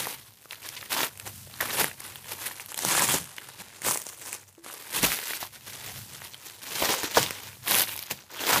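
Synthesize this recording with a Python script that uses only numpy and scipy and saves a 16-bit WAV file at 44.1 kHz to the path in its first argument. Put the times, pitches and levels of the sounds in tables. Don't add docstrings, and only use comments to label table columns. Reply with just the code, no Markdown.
import sys
import numpy as np
from scipy import signal
from scipy.fft import rfft, irfft
from scipy.io import wavfile
from scipy.ndimage import uniform_filter1d, map_coordinates

SR = 44100
rng = np.random.default_rng(int(sys.argv[2]) if len(sys.argv) > 2 else 0)


def voltage_ratio(level):
    return 10 ** (np.asarray(level, float) / 20)


def generate_wav(signal):
    frames = np.transpose(np.atleast_2d(signal))
    scaled = np.clip(frames, -1, 1) * 32767
    pcm = np.round(scaled).astype(np.int16)
    wavfile.write(sys.argv[1], SR, pcm)


N = 379260


def evened(x):
    return x / np.sqrt(np.mean(x ** 2) + 1e-20)


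def read(points, hz):
    f, value = np.transpose(points)
    return np.interp(np.log(hz + 1), np.log(f + 1), value)


def along(rows):
    s, *columns = np.transpose(rows)
    return [np.interp(np.arange(N) / SR, s, c) for c in columns]


def coloured(x, points):
    gain_db = read(points, np.fft.rfftfreq(len(x), 1 / SR))
    return irfft(rfft(x) * voltage_ratio(gain_db), len(x))


def add(mix, s, sound):
    part = mix[round(s * SR):][:len(sound)]
    part += sound[:len(part)]


def wander(per_s):
    knots = rng.standard_normal(N // 64 + 2)
    span = max(int(SR / 64 / per_s), 1)
    smooth = uniform_filter1d(uniform_filter1d(knots, span), span)
    return np.repeat(evened(smooth), 64)[:N]


def surge(s, db, rise, hold, fall):
    u = np.arange(0, N, 32) / SR - s
    rise_power = 1.87
    swell = np.clip(1 + u / max(rise, .004), 0, 1) ** (2 * rise_power)
    slackening_db = 40 * np.maximum(u - hold, 0) / max(fall, .01)
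    return swell * voltage_ratio(2 * db - slackening_db)


def power_db(surges, under_db):
    return 10 * np.log10(np.repeat(sum(surges), 32)[:N] + voltage_ratio(2 * under_db))


def ping(hz, cycles):
    turns = np.arange(1, 700) / SR * hz
    fade = np.exp(-turns / cycles * 2) * (1 - np.exp(-turns * 57.0))
    ring = np.sin(2 * np.pi * turns) * fade
    return ring - fade * ring.sum() / fade.sum()


def pull():
    # full_s, effort_db, rise_s, hold_s, slackening_s
    tugs = [(0.0, -37, 0.454, 0.14, 0.021), (0.63, -46.5, 0.077, 0.23, 0.2),
            (0.922, -27.5, 0.042, 0.13, 0.041), (1.694, -35, 0.26, 0.001, 0.011),
            (1.812, -23, 0.2, 0.011, 0.085), (2.041, -39.5, 0.13, 0.004, 0.32),
            (2.329, -33.5, 0.13, 0.0044, 0.022), (2.43, -35.5, 0.18, 0.001, 0.31),
            (2.892, -24.5, 0.18, 0.27, 0.065), (3.287, -46, 0.34, 0.2, 0.23),
            (3.891, -21, 0.089, 0.0061, 0.1), (4.235, -38, 0.082, 0.056, 0.16),
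            (4.642, -43.5, 0.012, 0.4, 0.018), (4.966, -25, 0.077, 0.0027, 0.2),
            (5.038, -21, 0.038, 0.0099, 0.14), (5.119, -28.5, .004, 0.0018, 0.1),
            (5.11, -35, 0.0074, 0.32, 0.084), (5.667, -41, 0.065, 0.22, 0.12),
            (6.859, -24.5, 0.31, 0.062, 0.19), (7.044, -28.5, 0.038, 0.012, 0.046),
            (7.172, -21, 0.083, 0.0014, 0.16), (7.305, -41, 0.008, 0.18, 0.14),
            (7.728, -21, 0.12, 0.087, 0.056), (7.88, -33, 0.014, 0.049, 0.092),
            (8.561, -22, 0.29, 0.017, 0.055)]
    # peak_s, effort_db, length_s
    twitches = [(0.191, -44, 0.028), (0.283, -51, 0.078), (0.425, -49, 0.043), (0.531, -42.5, 0.091),
                (0.667, -37.5, 0.051), (1.217, -47, 0.034), (1.271, -33.5, 0.038), (1.473, -48.5, 0.022),
                (1.505, -44.5, 0.03), (1.632, -28.5, 0.048), (2.319, -29, 0.012), (2.887, -24, 0.0098),
                (3.144, -22, 0.011), (5.171, -31, 0.0084), (5.27, -31, 0.009), (2.467, -27, 0.028),
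                (2.608, -33, 0.026), (2.706, -38.5, 0.046), (2.777, -30.5, 0.02), (3.603, -38, 0.039),
                (4.104, -39, 0.023), (4.348, -34, 0.044), (4.49, -51.5, 0.026), (4.709, -37, 0.034),
                (5.309, -28.5, 0.045), (5.557, -38, 0.035), (5.882, -36, 0.07), (5.973, -39, 0.064),
                (6.15, -42, 0.12), (6.25, -38.5, 0.056), (6.467, -37, 0.036), (6.493, -44, 0.15),
                (6.64, -37.5, 0.043), (7.649, -37, .02), (8.376, -35, .04), (8.116, -26.5, 0.03),
                (8.315, -39, 0.027), (8.332, -44.5, 0.041), (8.505, -21, 0.079)]
    # time_s, effort_db
    settling = [(0.0, -29.5), (0.329, -60), (0.763, -45.5), (1.425, -58), (2.051, -70.5), (3.564, -52),
                (4.035, -40.5), (4.516, -63.5), (5.041, -38.5), (5.491, -53.5), (6.145, -47.5),
                (6.605, -50), (7.145, -41.5), (7.674, -79), (8.022, -39.5), (8.24, -51), (8.285, -59),
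                (8.6, -38)]
    surges = [surge(*row) for row in tugs]
    surges += [surge(s, db, length, 0, 0.95 * length) for s, db, length in twitches]
    return uniform_filter1d(power_db(surges, along(settling)[0]), size=200)


def crinkle():
    # lowest_hz, highest_hz, ringing_cycles
    folds = [
        (276, 1560, 1.65),
        (1440, 6000, 1.7),
        (6000, 18000, 5.5),
    ]
    # time_s, large_folds_db, fine_folds_db
    grip = [(0, -3, 0.5), (.75, -2.5, -0.5), (.97, -2, -3), (1.25, 5, 3.5), (1.5, -1.5, -4.5),
            (1.7, 1.5, -0.5), (1.95, -1.5, -2), (3.1, -2, 0.5), (3.7, -2, -9), (3.93, -1, 5.5),
            (4.6, -2, -4), (5.06, -3, -0.5), (5.3, -8, 0.5), (5.6, -2.5, -1.5), (7.18, -1.5, 0),
            (7.7, -2, 0.5), (7.99, -7, 3), (8.3, 2.5, 1.5)]
    pull_db, (large_db, fine_db) = pull(), along(grip)
    rate = 2000 * np.exp(.055 * (pull_db + 41.5))
    at = np.flatnonzero(rng.random(N) < rate / SR)
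    clumps = voltage_ratio(1.5 * wander(116) + 2.0 * wander(33))
    size = voltage_ratio(0.97 * np.minimum(rng.exponential(1, N), 4.2)) * rng.choice([-1, 1], N)
    size = size * clumps / np.sqrt(rate)
    middle_db = pull_db - 10 * np.log10(1 + voltage_ratio(2 * fine_db))
    levels_db = (middle_db + large_db, middle_db, middle_db + fine_db)
    out = np.zeros(N)
    for (lo_hz, hi_hz, cycles), db in zip(folds, levels_db):
        patch = rng.integers(0, 12, N)
        share = voltage_ratio(1.5 * rng.standard_normal(N))
        layer = np.zeros(N)
        for k, hz in enumerate(np.geomspace(lo_hz, hi_hz, num=12)):
            busy_db = 3.0 * min(hz / 900, 1) * np.clip(wander(35), -2, 2)
            mine = at[patch[at] == k]
            train = np.zeros(N)
            train[mine] = (size * share * voltage_ratio(busy_db))[mine]
            shape = np.diff(ping(hz, cycles))
            layer += signal.oaconvolve(train, evened(shape) * (hz / lo_hz) ** 0.28)[:N]
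        local = np.sqrt(uniform_filter1d(layer ** 2, size=3000))
        out += voltage_ratio(db) * layer / local
    return out


def pockets(x):
    # start_s, length_s, added_db, pitch_hz
    panels = [(.64, 0.034, 10, 1700), (0.723, 0.027, 8, 3200), (0.76, .03, 13, 2200), (0.93, 0.089, 3, 990),
              (1.603, 0.054, 3, 1730), (1.682, 0.037, 10, 2080), (2.9, 0.14, 8.5, 1660),
              (3.063, 0.065, 4, 3270), (5.86, .08, 4, 730), (6.805, 0.24, 8, 525), (8.352, 0.044, 7, 3320),
              (8.465, 0.17, 0, 1390)]
    width = 1.043
    out = x.copy()
    for s, length, db, hz in panels:
        part = x[round(s * SR):][:round(length * SR)]
        b, a = signal.butter(1, [hz / width, hz * width], "bandpass", fs=SR)
        faded = part * signal.windows.tukey(len(part), .5)
        add(out, s, voltage_ratio(db) * signal.lfilter(b, a, faded))
    return out


def snaps(rows, cycles):
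    out, t = np.zeros(N), np.arange(500) / SR
    chances = rng.random((len(rows), 2))
    grits = rng.standard_normal((len(rows), 2, 500))
    for (s, db, hz, thump_db, edge_db), (a, b), grit in zip(rows, chances, grits):
        flurry = voltage_ratio(-15.0 - 60 * t / 0.0092) * grit[0] * abs(grit[1]) ** 1.59
        flurry[0] = 1
        crack = ping(hz, cycles) + voltage_ratio(edge_db) * ping(7500 + 5000 * b, 0.85)
        burst = np.convolve(flurry, crack)[:len(crack)]
        burst = burst * abs(crack).max() / abs(burst).max()
        thump = voltage_ratio(thump_db + 5.5) * ping(600 + 450 * a, 0.98)
        add(out, s, np.sign(grit[0, 0]) * voltage_ratio(db + 5.5) * (thump + burst))
    return out


def creases():
    # start_s, peak_db, pitch_hz, relative_edge_db
    dry_creases = [(0.5096, -23.5, 3080, -21), (.531, -26.5, 2560, -15), (0.689, -22.5, 5960, 0),
                   (0.8125, -27, 3850, -7), (0.8285, -28.5, 1830, -14), (0.9196, -18.5, 2200, -1),
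                   (1.1988, -29, 2700, -2), (1.54, -28, 3730, -16), (1.606, -25, 2000, -8),
                   (1.6097, -28.5, 600, 19.5), (1.914, -30, 2220, -15), (2.1579, -27, 2880, 7),
                   (2.5982, -25.5, 2280, 5), (2.9946, -11, 2300, 9), (3.383, -22.5, 2600, -10),
                   (3.958, -21, 1270, -10), (4.089, -34, 5540, 11), (4.7, -32, 1260, -5),
                   (5.1189, -16.5, 2500, 7), (5.3342, -20, 2170, 3), (6.336, -32, 3340, -12),
                   (6.3442, -28, 3400, -2), (7.2292, -17.5, 3000, 13.5), (7.263, -20, 3230, -11),
                   (7.719, -12, 3950, -9), (7.7455, -13.5, 2980, -5), (7.838, -19, 4110, -16),
                   (7.8923, -22.5, 2520, -8), (8.027, -32, 4440, 16), (8.468, -18, 3810, -11)]
    # start_s, peak_db, pitch_hz, relative_edge_db
    flaps = [(0.0701, -29, 950, 13), (.3224, -48, 4000, 6), (0.457, -38, 1170, -18),
             (0.6296, -39, 3100, -8), (0.9661, -32, 1150, 11), (0.9916, -17, 3170, -1),
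             (1.032, -13, 3510, 2), (1.8435, -13.5, 2210, 7), (2.744, -29.5, 3450, 13.5),
             (2.777, -22, 3800, 8), (2.8498, -19, 1120, 13), (3.0219, -22, 1230, 17),
             (3.489, -38, 1240, 11.5), (3.819, -30, 2020, 11.5), (4.0668, -26.5, 6900, -10),
             (4.6631, -31, 1250, -2), (5.0303, -20.5, 2440, 16), (5.0514, -17, 2170, 5),
             (5.189, -20.5, 2360, -3), (5.3078, -23, 2080, 6), (5.4296, -45, 2500, -8),
             (6.219, -30, 1740, -6), (6.8248, -13, 2380, 3), (6.891, -17, 1930, -3), (7.308, -22, 2350, 14),
             (7.9576, -29.5, 3750, -7), (8.1108, -21, 2580, 13), (8.438, -19, 3490, 0),
             (8.5108, -21, 1440, 12), (8.56, -15, 1290, 5)]
    # start_s, edge_peak_db, weak_ring_hz
    ticks = [(0.524, -23.5, 1940), (1.046, -13, 3470), (1.0675, -25, 1730), (1.175, -25, 2890),
             (1.1987, -22, 7500), (1.3790, -29, 10500), (1.431, -31, 7400), (2.0042, -19, 2440),
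             (2.6608, -21, 5620), (2.719, -17.5, 1310), (2.7901, -12, 1790), (3.1839, -10.5, 1810),
             (3.2425, -19.5, 5580), (3.3657, -25.5, 5280), (3.6186, -27, 1460), (3.9463, -13, 7000),
             (3.9741, -10, 2400), (4.018, -15.5, 5990), (4.329, -13.5, 2550), (4.343, -19, 5990),
             (4.527, -39, 2390), (4.7395, -20.5, 1220), (5.146, -14, 3500), (7.0334, -7, 1656),
             (7.681, -9.5, 1770), (7.7103, -3.5, 2500), (7.752, -2, 2880), (7.786, -4, 1780),
             (7.9767, -14.5, 3040), (7.9916, -13.5, 5990)]
    tick_edge_db = 15
    # start_s, ring_db, pitch_hz, thump_db, edge_db
    rows = [(s, db, hz, -40, edge_db) for s, db, hz, edge_db in dry_creases]
    rows += [(s, db, hz, -7.5, edge_db) for s, db, hz, edge_db in flaps]
    rows += [(s, db - tick_edge_db, hz, -13, tick_edge_db) for s, db, hz in ticks]
    return snaps(rows, cycles=1.62)


def crackles():
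    # start_s, peak_db, pitch_hz
    small_creases = [(0.0559, -20, 2000.0), (0.0733, -24, 940), (1.3595, -36, 9800), (0.3377, -41, 6000),
                     (0.3722, -44, 5560.0), (0.396, -50, 3290.0), (0.44, -43, 9500), (1.412, -42, 8000),
                     (3.8925, -18, 8000), (0.5563, -34, 3620.0), (0.356, -45, 7500), (0.6296, -30, 3170.0),
                     (0.8267, -27, 1940.0), (0.9387, -18, 2020.0), (1.0058, -12.5, 1680.0), (1.0398, -15, 1450),
                     (1.5117, -35, 4500), (1.2747, -29, 520.0), (1.45, -39, 7000), (1.4724, -36.5, 541),
                     (1.4997, -38, 3490), (1.6983, -23, 1660.0), (1.7907, -17, 885), (1.8083, -16, 1720.0),
                     (1.8435, -14, 1660.0), (1.575, -40, 2310), (1.6565, -20, 1400), (2.1754, -40, 2950.0),
                     (2.183, -42, 3050), (2.2439, -29.5, 2480.0), (2.32, -28, 3020), (2.3888, -32.7, 1960.0),
                     (2.5123, -27, 1690), (2.835, -22, 900), (2.7254, -25.5, 2610.0), (2.9509, -11, 1450),
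                     (2.978, -13, 870), (2.9945, -17, 1570.0), (3.071, -19, 1790.0), (3.0886, -13, 1570.0),
                     (3.171, -19, 3290.0), (3.2293, -32, 3570.0), (3.2548, -32, 2890.0), (3.4958, -36.6, 1980.0),
                     (3.5276, -38.6, 4800.0), (3.541, -39, 3060.0), (3.8485, -21, 2000), (3.7032, -40.8, 2020.0),
                     (3.7297, -40, 1940.0), (3.867, -15.5, 650.0), (3.8852, -11.5, 1370), (3.9103, -16, 950.0),
                     (3.911, -15, 6200), (4.0923, -30.5, 2840.0), (4.129, -34.7, 1460.0),
                     (4.4324, -41, 2070.0), (4.5816, -42, 517), (4.4915, -50, 9500), (4.7106, -37, 2650.0),
             (4.7998, -34.5, 3210.0), (4.921, -31, 1790.0), (4.9687, -26, 980), (4.978, -19, 2240.0),
             (5.0469, -14.5, 2580.0), (5.1027, -22, 2130.0), (4.543, -49, 6950), (5.229, -25, 1980),
             (5.292, -22.5, 3570.0), (5.3752, -36, 4480.0), (5.45, -33, 1000), (5.6095, -37, 4760.0),
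             (5.6193, -41, 4370.0), (5.698, -30, 2370.0), (5.725, -32, 1940.0), (5.787, -31, 2670.0),
             (6.0169, -34, 5080.0), (6.2598, -33, 3450.0), (6.5097, -45, 2110.0), (6.7068, -31, 2130.0),
             (6.836, -14.5, 700), (6.9403, -13, 1880), (4.4126, -43, 7900), (7.112, -24, 4690.0),
             (7.171, -7.5, 1100), (7.1487, -17, 3360), (7.18, -14, 556), (7.8185, -12, 11500),
             (7.8845, -23.5, 11000), (7.57, -38.5, 710.0), (7.676, -18.5, 3680.0), (7.703, -24, 3830.0),
             (4.4794, -50, 7900), (7.9635, -22, 11200), (7.7587, -20, 950.0), (7.7627, -21, 1960.0),
             (7.7966, -8, 12000), (7.807, -10.5, 4010.0), (7.8736, -23, 2000.0), (7.973, -29.9, 4630),
             (8.0136, -35, 3250.0), (8.0364, -27.5, 4950.0), (8.0607, -35, 3340.0), (8.1894, -36, 2220.0),
             (8.073, -35, 3500), (8.3006, -38, 1360.0), (8.3677, -36, 1100.0), (8.3931, -22, 2800),
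             (8.5173, -18, 1490.0), (8.53, -7.5, 1550.0), (8.566, -15, 1070)]
    level_db, thump_db, edge_db = -3, -18.5, 2
    rows = [(s, db + level_db, hz, thump_db, edge_db) for s, db, hz in small_creases]
    return snaps(rows, cycles=1.6)


def slips():
    # start_s, peak_db, slips_per_s, length_s, ring_hz
    releases = [(0.648, -35, 560, 0.013, 1970), (0.736, -41, 620, 0.013, 3100),
                (0.766, -31.5, 1000, 0.015, 3900), (1.608, -21, 610, 0.0056, 1820),
                (1.704, -21, 400, 0.0085, 1960), (2.968, -18, 210, 0.012, 5500),
                (3.85, -29, 340, 0.0063, 900), (5.032, -17.5, 210, 0.019, 466),
                (5.428, -23, 990, 0.002, 750), (6.821, -17, 295, 0.0067, 614),
                (6.895, -21, 220, 0.014, 490), (7.039, -30, 246, 0.0073, 376),
                (7.171, -10, 475, 0.014, 695), (8.109, -33, 404, 0.0094, 350),
                (8.296, -46, 120, .012, 3300), (0.967, -24, 320, 0.04, 1050),
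                (1.626, -24, 500, 0.0058, 800), (1.787, -34, 270, 0.013, 900),
                (1.808, -19, 380, 0.0069, 800), (2.905, -21.5, 350, 0.033, 1180),
                (2.967, -29, 280, 0.014, 1000), (3.005, -18.5, 290, 0.03, 1320),
                (3.095, -23, 260, 0.023, 1150), (3.14, -22, 300, 0.016, 453)]
    out = np.zeros(N)
    for s, db, per_s, length, hz in releases:
        for k, (a, b, c) in enumerate(rng.random((int(per_s * length) + 1, 3))):
            flap = ping(hz * (0.67 + 0.75 * b), 1.9) + .5 * ping(hz * (1.66 + 0.52 * c), 2.1)
            jerk = flap + .3 * ping(3000 + 4000 * c, 13.0)
            jerk_db = db + 3.5 - 1.0 * a - 5 * k / per_s / length
            add(out, s + (k + 0.28 * a) / per_s, voltage_ratio(jerk_db) * jerk)
    return out


def knocks():
    # start_s, peak_db, pitch_hz, t60_s
    strokes = [(1.6052, -18, 1870, .014), (1.6098, -14, 1780, 0.011), (1.6205, -20, 1670, .015),
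               (4.578, -45, 337, 0.39), (6.835, -17, 650, 0.037), (7.042, -19.5, 322, 0.034),
               (7.1725, -15.5, 494, 0.087)]
    out, t = np.zeros(N), np.arange(SR // 4) / SR
    for s, db, hz, t60 in strokes:
        add(out, s, voltage_ratio(db - 60 * t / t60) * np.sin(2 * np.pi * hz * t))
    return out


def table(x):
    # time_s, first_dip_hz, strength (0-1)
    dip = [(0, 7200, 0.31), (1.1, 7060, 0.27), (1.7, 6000, 0.29), (2.5, 6000, 0.3), (2.85, 4400, 0.11),
           (3.25, 4560, 0.33), (3.5, 6000, 0.27), (3.85, 4050, 0.24), (4.5, 4100, 0.31), (5.2, 7650, 0.27),
           (6.5, 8300, 0.16), (7.3, 10800, 0.5), (7.7, 7300, 0.36), (7.95, 7150, 0.52), (8.2, 10300, 0.67),
           (8.6, 8650, 0.33)]
    dip_hz, bounce = along(dip)
    echo = map_coordinates(x, [np.arange(N) - SR / (2 * dip_hz)], order=3)
    return (x + bounce * echo) / np.sqrt(1 + bounce ** 2)


def room(x):
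    # frequency_hz, t60_s
    decay = [(200, .22), (1000, .15), (4000, .12), (14000, .08)]
    taps = np.zeros((2, SR // 3))
    at = np.arange(120, SR // 3 - 20, 20)
    places = at + rng.integers(0, 20, (2, len(at)))
    np.put_along_axis(taps, places, rng.choice([-1., 1.], (2, len(at))), 1)
    hz, t, z = signal.stft(taps, SR, nperseg=256)
    fade = voltage_ratio(-60 * t / read(decay, hz)[:, None])
    tails = signal.istft(z * fade, SR, nperseg=256)[1]
    turn = 2 * np.pi * 2.3 * np.arange(N) / SR
    feeds = x * np.array([np.cos(turn), np.sin(turn)])
    return signal.oaconvolve(feeds, tails / np.linalg.norm(tails[0]), axes=1).sum(0)[:N]


def jolts():
    # peak_s, level_db, build_up_s
    shakes = [(0, -42, .05), (1.82, -37, 0.23), (2.86, -34, .02), (3.16, -31.5, 0.47), (3.6, -45.5, .03),
              (3.88, -39, 0.097), (5.05, -34.5, 0.18), (6.9, -42, 0.43), (7.2, -30.5, 0.044),
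              (7.74, -39, 0.054), (8.112, -40, .005), (8.56, -32, 0.085)]
    # frequency_hz, level_db
    colour = [(25, -25), (60, -18.5), (150, -3), (230, -11), (350, -33.5)]
    level_db = power_db([surge(*row, 0, 0.11) for row in shakes], -100)
    return evened(coloured(rng.standard_normal(N), colour)) * voltage_ratio(level_db)


def rumble():
    # time_s, level_db
    course = [(0, -47), (.31, -56), (1.03, -50), (2.1, -47.5), (2.7, -53.5), (4, -56), (4.35, -50),
              (4.6, -64), (5.3, -55.5), (6, -43), (6.4, -59), (7.4, -48), (8, -57), (8.6, -50)]
    # frequency_hz, level_db
    modes = [(25, -28), (50, -12.5), (85, -9.5), (100, 3.5), (116, -6), (135, 0.5), (155, -18), (180, -10),
             (210, -10), (320, -31.5)]
    noise = evened(coloured(rng.standard_normal(N), modes)) * voltage_ratio(along(course)[0])
    return noise * voltage_ratio(3.2 * wander(6.8) - 1.5)


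def hums():
    # start_s, length_s, level_db, pitch_hz
    low_swells = [(4.349, 0.22, -57, 98), (4.98, 0.15, -34, 48), (5.75, 0.54, -59, 177),
                  (5.8, 0.36, -52, 116.7), (6.001, 0.27, -54, 97.5), (6.08, 0.16, -50, 140)]
    out = np.zeros(N)
    for s, length, db, hz in low_swells:
        t = np.arange(0, length, 1 / SR)
        waver = 1 + 0.016 * np.sin(2 * np.pi * 3.7 * t)
        tone = np.sin(2 * np.pi * np.cumsum(hz * waver) / SR)
        add(out, s, voltage_ratio(db) * np.sin(np.pi * t / length) * tone)
    return out


def hiss():
    # frequency_hz, level_db
    colour = [(200, 12), (3000, -12), (15000, -67)]
    return voltage_ratio(-71) * evened(coloured(rng.standard_normal(N), colour))


def scene():
    swarm = voltage_ratio(-4.0) * pockets(crinkle())
    film = table(swarm + creases() + slips() + crackles()) + knocks()
    background = jolts() + rumble() + hums() + hiss()
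    return (film + voltage_ratio(-16.0) * room(film) + background)[None]


def band_limit(x):
    return signal.sosfilt(signal.butter(12, 16470, fs=SR, output="sos"), x)


def record(dry):
    # frequency_hz, level_db
    microphone = [(20, -24), (60, -4.5), (200, -4), (470, -2.5), (700, -4), (950, 0.5), (1250, -3),
                  (2000, 0.5), (5000, 3.5), (12000, 5), (15200, 2), (15700, -43)]
    mix = coloured(dry[0], microphone)[None]
    return band_limit(mix)


dry = scene()
out = record(dry)
generate_wav(out)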